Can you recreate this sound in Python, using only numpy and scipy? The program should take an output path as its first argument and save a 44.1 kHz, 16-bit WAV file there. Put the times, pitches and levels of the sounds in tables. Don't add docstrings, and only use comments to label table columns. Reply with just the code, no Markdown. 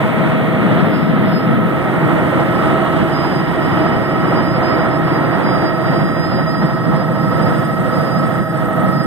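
import sys
import numpy as np
from scipy import signal
from scipy.fft import rfft, irfft, next_fast_len
from scipy.io import wavfile
from scipy.ndimage import uniform_filter1d, minimum_filter1d

SR = 44100
rng = np.random.default_rng(int(sys.argv[2]) if len(sys.argv) > 2 else 0)


def transcribe(signal):
    frames = np.atleast_2d(signal).T
    limited = np.clip(frames, -1, 1)
    pcm = np.round(limited * 32767).astype(np.int16)
    wavfile.write(sys.argv[1], SR, pcm)


N = 399546

NOMINAL_WHINE_HZ, BLADE_HZ, BLADE_PASS_S = 4953, 13.01, 7.657
LOAD_LAG, TWIST_RAD = .22, -.45

# (frequency [Hz], likeness [0-1], left's phase lead [rad], left minus right [dB])
MIC_PAIR = [(60, 0.67, -2.4, -0.1), (115, 0.33, -1.1, -2.1), (190, 0.63, -1.8, -0.3),
            (320, 0.81, -1.0, -0.0), (440, 0.04, 0.8, -1.6), (660, 0.62, -0.4, -5.3),
            (850, 0.67, 0.0, -3.4), (1300, 0.97, -0.2, -2.7), (1620, 0.25, -1.1, -2.6),
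            (2450, 0.93, -3.3, -2.2), (3100, 0.53, -5.0, -3.0), (3650, 0.84, -6.4, -2.3),
            (4950, 0.94, -9.7, -5.6), (6800, 0.26, -14.4, -5.2), (8500, 0.73, -18.8, -1.8),
            (11000, 0.19, -26.0, -4.4), (15000, 0.26, -16.6, -4.4)]
# (time [s], pitch [Hz])
SHAFT_SPEED = [(0, 4945), (.5, 4945), (1, 4948), (2, 4951), (2.5, 4957), (3, 4961), (3.5, 4963), (4, 4959),
               (4.5, 4954), (5.2, 4950), (6, 4950), (6.5, 4953), (7, 4958), (7.5, 4959), (8, 4956),
               (8.5, 4948), (9.06, 4940)]

# (frequency [Hz], level [dB per Hz])
HULL_SPECTRUM = [(20, -80), (32, -74), (42, -62), (55, -53.5), (75, -55.5), (90, -48)]
# (time [s], gain [dB])
HULL_GAIN = [(0, -3), (1.4, -3), (2.1, 1.5), (3.5, 3.5), (5.2, 1.5), (6.8, -1.5), (8, -1), (9.06, -3)]
# (time [s], boom gain [dB], roar gain [dB], seal rush gain [dB])
AIRFLOW_DRIFT = [(0, -2, -1, 3), (1.3, -2, 2, 3.5), (2.05, -1.4, 2.5, 0), (2.9, -2.5, 1.7, 3.5),
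                 (3.7, -3.5, -0.4, 0.5), (4.3, -3, 0.1, -1.5), (4.9, -3, 0.5, -1), (5.6, -3, 0, -1.5),
                 (6.3, -1.5, -1.5, -1), (7.1, -3, -2.5, -5), (7.7, -1, -1, -2), (8.6, -3, -3, -5.3),
                 (9.06, -1.5, -3.5, -5.5)]
# (time [s], length [s], gain [dB])
SWELLS_AND_DUCKS = [(2.99, .08, 3.5), (3.8, .22, 2), (4.85, .08, 1.5), (5.09, .06, 2), (5.27, .22, -2.8),
                    (5.66, .09, 4), (5.96, .17, 2.5), (6.247, .16, -3), (6.64, .08, 3.5),
                    (8.386, .071, 4.5), (8.475, .1, -5)]
# (time [s], share [0-1])
BLADE_CHOP = [(0, 0.14), (2, 0.2), (4.5, 0.36), (5.7, 0.24), (6.6, 1), (7.5, 0), (9.06, 0.1)]
# (frequency [Hz], level [dB per Hz])
HISS_SPECTRUM = [(4400, -85.5), (5000, -80), (5550, -101), (6500, -89), (7400, -90), (8400, -85.5),
                 (10000, -89.5), (13000, -92.5), (15400, -93)]
# (time [s], gain [dB])
HISS_GAIN = [(0, 0.5), (1.3, -4.5), (2.1, 1), (3, 1), (4.4, -2.5), (5.3, -3), (6.1, -2), (7, -4),
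             (7.7, 0.5), (9.06, -2.5)]
# (frequency [Hz], width [Hz], left
# minus right [dB])
RESONANCES = [(205, 80, 1), (325, 85, 0), (430, 60, 0), (505, 48, -1), (1000, 280, -1), (2250, 260, 0),
              (2972, 55, 0)]
# (time [s], level of each in turn [dB])
RESONANCE_LEVELS = [(0, -19.5, -43, -28.5, -27, -24, -30.5, -52),
                    (.75, -19, -27, -27.5, -33, -41, -35, -49), (1.1, -14.5, -28, -30, -32, -40, -37, -65),
                    (1.65, -15.5, -26, -29, -26.5, -49, -37, -60),
                    (1.95, -53, -21, -37, -60, -37, -35, -47), (3, -40, -21, -48, -50, -28, -40, -43),
                    (4.3, -39, -23, -58, -67, -30.5, -37.5, -42.5),
                    (5.5, -49, -23, -44, -33, -35, -42, -59), (7, -53, -33.5, -36, -31, -32.5, -57, -68),
                    (8, -50, -34, -40, -29.5, -42, -58, -66), (8.5, -46, -46, -38, -33, -42, -64, -67),
                    (9.06, -47, -50, -41, -33, -44, -62, -68)]
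# (frequency [Hz], level [dB per Hz])
BOOM_SPECTRUM = [(90, -53), (120, -40), (145, -35.5), (165, -34.5), (210, -39), (260, -44.5), (325, -43),
                 (390, -51)]
# (time [s], gain on the boom [dB])
BLADE_SLAPS = [(3.02, 6.5), (6.64, 4), (6.89, 3), (7.12, -1.5), (8.17, 3.5), (8.41, 7)]
# (frequency [Hz], level [dB per Hz])
ROAR_SPECTRUM = [(390, -64.5), (500, -47.5), (580, -53), (660, -48), (780, -53), (950, -54.5), (1100, -56),
                 (1280, -52.5), (1430, -55), (1560, -58.5), (1950, -58.5), (2350, -67.5), (3300, -70.5),
                 (4400, -83.5)]
# (time [s], left minus right [dB])
WINDOW_TILT = [(0, 2.5), (1.5, 2), (2, 0), (5, -1), (9.06, -2.5)]

# (frequency [Hz], level [dB], throb depth [0-1])
LOW_GEAR_TONES = [(637.6, -29.5, .1), (650.7, -32.5, .2)]
HIGH_GEAR_TONES = [(1857, -39.3, .1), (1883, -38.3, .3), (1927, -52, 0)]
# (time [s], low gain [dB], main mesh gain [dB], high gain [dB])
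GEARBOX_GAINS = [(0, 1.5, -2, 4), (.4, 3, -4.5, 2), (.8, -1, -2, 0), (1.1, -0.5, -2, -1), (1.7, -3, 1.5, 3),
                 (2.1, -10, -4.5, 4.5), (2.75, 2, 3, 3.5), (3.05, 1, -1.5, 0), (3.35, -9, -3, 1.5),
                 (3.8, 0.5, 2.5, 6.5), (4.3, -2.5, 0.5, 3.5), (4.85, 0, 1.5, 5.5), (5.28, -5.5, -2, 5),
                 (5.8, 1, 2, 6.5), (6.25, -3.5, -2.5, 5), (6.65, -0.5, .5, 4.5), (7.1, -3.5, 0, 2.5),
                 (7.7, -3.5, 2.5, 3), (8.2, -2.5, 2.5, 3.5), (8.5, -3, 0.5, 2), (8.8, 2.5, 5, 4),
                 (9.06, -7, 2, 4)]
# (time [s], level [dB])
WHINE_LEVEL = [(0.02, -59), (0.36, -76), (0.65, -56), (0.9, -54), (0.96, -44.2), (1.2, -57.5), (1.37, -39),
               (1.59, -63), (1.84, -53.2), (1.97, -66), (2.05, -54), (2.15, -69), (2.27, -54), (2.5, -52),
               (2.6, -48), (2.81, -59), (3.0, -48.6), (3.06, -55), (3.17, -38.6), (3.34, -42), (3.53, -50),
               (3.72, -41.8), (4.28, -45.0), (4.48, -38), (4.61, -42), (4.69, -37.2), (5.2, -47.1),
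               (5.47, -40), (5.68, -38), (5.73, -45), (5.93, -39), (6.12, -44), (6.22, -39), (6.59, -38.0),
               (6.78, -48), (7.18, -46.1), (7.51, -43), (7.69, -52), (7.83, -53), (7.96, -44), (8.17, -40),
               (8.29, -48.9), (8.64, -51), (8.77, -59), (8.97, -38), (9.04, -40)]
# (time [s], length [s], gain [dB])
WHINE_DROPS = [(3.28, .1, -2), (4.61, .025, -12), (4.77, .02, -7), (4.885, .035, -10), (5.01, .04, -9),
               (5.41, .03, -14), (6.46, .02, -12), (8.93, .1, -5)]
# (frequency [Hz], level [dB], throb depth [0-1])
ACCESSORY_TONES = [(421, -44, 0), (548, -40, 0), (760, -45, 0), (803.5, -36, 0), (1104, -49, 0),
                   (1487, -50, 0), (1607, -50, 0), (1685.5, -44, .2), (1954, -48, .2), (5086, -69, .1),
                   (12863, -63, .4)]
# (time [s], gain [dB])
ACCESSORY_GAIN = [(0, -13), (2.2, 0), (4.5, 0.5), (6, -2), (7.5, -2.5), (8, -1.5), (9.06, 1)]

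# (frequency [Hz], level [dB per Hz])
SWISH_SPECTRUM = [(9300, -91), (10500, -97.5), (12000, -89.5), (14500, -93), (15400, -93)]
# (time [s], gain [dB], throb depth [0-1])
SWISH_STRENGTH = [(0, -1, .15), (1.3, 2, .15), (2.2, -1, .35), (3, -3, .3), (4.3, -3, .35),
                  (5.5, -2.5, 0.4), (7, -1.5, 0.3), (7.8, 2, .4), (8.2, -1, 0.35), (8.85, 4, 0.42),
                  (9.06, 1, .42)]
# (frequency [Hz], relative level [dB])
GAP_SPECTRUM = [(7300, -24), (7950, -7), (8500, -4), (9150, -7), (10000, -20), (12000, -26)]
# (time [s], level [dB])
SPIT_LEVEL = [(0, -68), (1.7, -61), (2.2, -53), (4.5, -55.5), (6.8, -53), (7.3, -48), (7.8, -44.5),
              (8.1, -49), (8.5, -47), (9.06, -48.5)]


def undb(db):
    return 10 ** (np.asarray(db) / 20)


def pan(db):
    return undb(np.vstack([db, -db]) / 2)


def curves(table):
    times, *columns = np.transpose(table)
    return [np.interp(np.arange(N) / SR, times, column) for column in columns]


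def walk(per_s):
    hold = int(SR / per_s)
    steps = np.repeat(rng.standard_normal(N // hold + 1), hold)
    return 1.3 * uniform_filter1d(uniform_filter1d(steps, hold), hold)[:N]


def bell(at_s, length_s):
    return .5 ** ((2 * (np.arange(N) / SR - at_s) / length_s) ** 2)


def throb(turns, depth, lag):
    return 1 + depth * np.cos(2 * np.pi * (turns - lag))


def pulse(blade, lag, width):
    offset = (blade - lag + .5) % 1 - .5
    return np.exp(-.5 * (offset / width) ** 2)


def mics(hz):
    at_hz, *columns = np.transpose(MIC_PAIR)
    likeness, lead, pan_db = (np.interp(hz, at_hz, column) for column in columns)
    return np.clip(likeness, 0, 1), lead, pan(pan_db)


def air(spectrum):
    size = next_fast_len(N)
    hz = np.maximum(np.fft.rfftfreq(size, 1 / SR), 1)
    at_hz, db = np.transpose(spectrum)
    ends = np.sqrt((1 + (at_hz[0] / hz) ** 40) * (1 + (hz / at_hz[-1]) ** 40))
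    colour = undb(np.interp(np.log(hz), np.log(at_hz), db)) * np.sqrt(SR / 2) / ends
    common, own = rfft(rng.standard_normal((2, size)))
    likeness, lead, gains = mics(hz)
    left = likeness * np.exp(1j * lead) * common + np.sqrt(1 - likeness ** 2) * own
    return irfft(np.array([left, common]) * gains * colour, size)[:, :N]


def shaft_tone(hz, speed, twist, wander_rad, rough_rad):
    _, lead, gains = mics(hz)
    phase = 2 * np.pi * hz * np.cumsum(speed) / SR + twist
    phase += wander_rad * walk(14) + rough_rad * walk(160)
    sway = .4 * hz / NOMINAL_WHINE_HZ * walk(11)
    return np.sqrt(2) * gains * np.sin([phase + lead + sway, phase])


def loaded_tones(table, speed, blade, flutter_db, wander_rad, rough_rad):
    swing = throb(2 * blade + .079 * walk(32), depth=1, lag=LOAD_LAG) - 1
    out = 0
    for hz, db, depth in table:
        level = undb(db + flutter_db * walk(15)) * (1 + depth * swing)
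        out += level * shaft_tone(hz, speed, TWIST_RAD * depth * swing, wander_rad, rough_rad)
    return out


def hull_shudder():
    return air(HULL_SPECTRUM) * undb(curves(HULL_GAIN)[0])


def seal_hiss(swell_db):
    return air(HISS_SPECTRUM) * undb(curves(HISS_GAIN)[0] + .35 * swell_db + .7 * walk(25))


def cabin_resonances():
    out = 0
    for (hz, width, pan_db), db in zip(RESONANCES, curves(RESONANCE_LEVELS)):
        at_hz = hz * np.exp(np.linspace(-1.5, 1.5, 13) * width / hz)
        peak_db = -10 * np.log10(1 + (2 * (at_hz - hz) / width) ** 2)
        ring = air(np.column_stack([at_hz, peak_db]))
        out += ring / ring.std() * undb(db) * pan(pan_db)
    return out


def cabin_boom(blade, chop, drift_db, swell_db):
    slap_db = sum(db * bell(at_s, length_s=.033) for at_s, db in BLADE_SLAPS)
    boom = air(BOOM_SPECTRUM) * undb(drift_db + slap_db + .6 * walk(6))
    downwash = throb(blade, depth=.019 + .23 * chop, lag=.01)
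    return (boom + cabin_resonances()) * undb(.5 * swell_db) * downwash


def skin_roar(blade, chop, roar_db, rush_db, swell_db):
    skin = air(ROAR_SPECTRUM)
    dull = signal.sosfiltfilt(signal.butter(2, 1700, fs=SR, output="sos"), skin)
    roar = dull * undb(roar_db + swell_db) * throb(blade, depth=.45 * chop, lag=.61)
    rush = (skin - dull) * undb(rush_db + .6 * swell_db) * throb(blade, depth=.098, lag=.66)
    return roar, rush


def airstream(blade):
    boom_db, roar_db, rush_db = curves(AIRFLOW_DRIFT)
    chop, = curves(BLADE_CHOP)
    swell_db = sum(db * bell(at_s, length_s) for at_s, length_s, db in SWELLS_AND_DUCKS)
    swell_db += 2.02 * walk(9)
    shudder = hull_shudder()
    boom = cabin_boom(blade, chop, boom_db, swell_db)
    roar, rush = skin_roar(blade, chop, roar_db, rush_db, swell_db)
    return shudder + (boom + roar) * pan(curves(WINDOW_TILT)[0]) + rush + seal_hiss(swell_db)


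def main_mesh(speed, blade):
    load = throb(2 * blade + .047 * walk(23), depth=.7, lag=LOAD_LAG)
    jolt = pulse(blade, lag=.35, width=.07)
    twist = TWIST_RAD * (load - 1) + 1.2 * jolt
    level = undb(-30.1 + .7 * walk(12)) * (load + .6 * jolt)
    return level * shaft_tone(hz=1289, speed=speed, twist=twist, wander_rad=.08, rough_rad=.04)


def gearbox(speed, blade):
    low = loaded_tones(LOW_GEAR_TONES, speed, blade, flutter_db=.9, wander_rad=.12, rough_rad=.04)
    high = loaded_tones(HIGH_GEAR_TONES, speed, blade, flutter_db=.8, wander_rad=.1, rough_rad=.06)
    low_db, mesh_db, high_db = curves(GEARBOX_GAINS)
    return low * undb(low_db) + main_mesh(speed, blade) * undb(mesh_db) + high * undb(high_db)


def turbine_whine(speed, blade):
    compressor = [(NOMINAL_WHINE_HZ, 0, .1)]
    whine = loaded_tones(compressor, speed, blade, flutter_db=.6, wander_rad=.25, rough_rad=.17)
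    dips_db = sum(db * bell(at_s, length_s) for at_s, length_s, db in WHINE_DROPS)
    flutter = undb(2 * walk(36) + dips_db)
    skirt = air([(4650, -53), (NOMINAL_WHINE_HZ, -37), (5130, -44), (5250, -56)])
    return (whine * flutter + skirt) * undb(curves(WHINE_LEVEL)[0])


def accessory_drives(speed, blade):
    tones = loaded_tones(ACCESSORY_TONES, speed, blade, flutter_db=2.2, wander_rad=.15, rough_rad=.08)
    return tones * undb(curves(ACCESSORY_GAIN)[0])


def blade_swish(blade):
    gain_db, depth = curves(SWISH_STRENGTH)
    return air(SWISH_SPECTRUM) * throb(blade, depth, lag=.39) * undb(gain_db + 1.1 * walk(20))


def window_gap(blade):
    nearest_pass = np.round(blade)
    spit_index = (nearest_pass - nearest_pass[0]).astype(int)
    spit_db = 1.2 * rng.standard_normal(spit_index[-1] + 1)
    ragged_db = 1.1 * walk(90)
    level = undb(curves(SPIT_LEVEL)[0] + spit_db[spit_index] + ragged_db)
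    jet = air(GAP_SPECTRUM)
    spit = pulse(blade, lag=0, width=.095)
    puff = .25 * pulse(blade, lag=.72, width=.14)
    return jet / jet.std() * level * (spit + puff)


def scene():
    speed = curves(SHAFT_SPEED)[0] / NOMINAL_WHINE_HZ
    blade = np.cumsum(speed) * BLADE_HZ / SR
    blade -= blade[int(BLADE_PASS_S * SR)]
    bed = airstream(blade)
    machinery = gearbox(speed, blade) + turbine_whine(speed, blade) + accessory_drives(speed, blade)
    return bed + machinery + window_gap(blade) + blade_swish(blade)


def record(dry):
    headroom = np.minimum(1, 1 / np.abs(dry).max(axis=0))
    limiter = uniform_filter1d(minimum_filter1d(headroom, size=601), size=601)
    fade_in = np.minimum(1, np.arange(N) / SR / .004)
    top_cut = signal.ellip(12, .1, 85, 15500, fs=SR, output="sos")
    return signal.sosfilt(top_cut, dry * limiter * fade_in)


dry = scene()
out = record(dry)
transcribe(out)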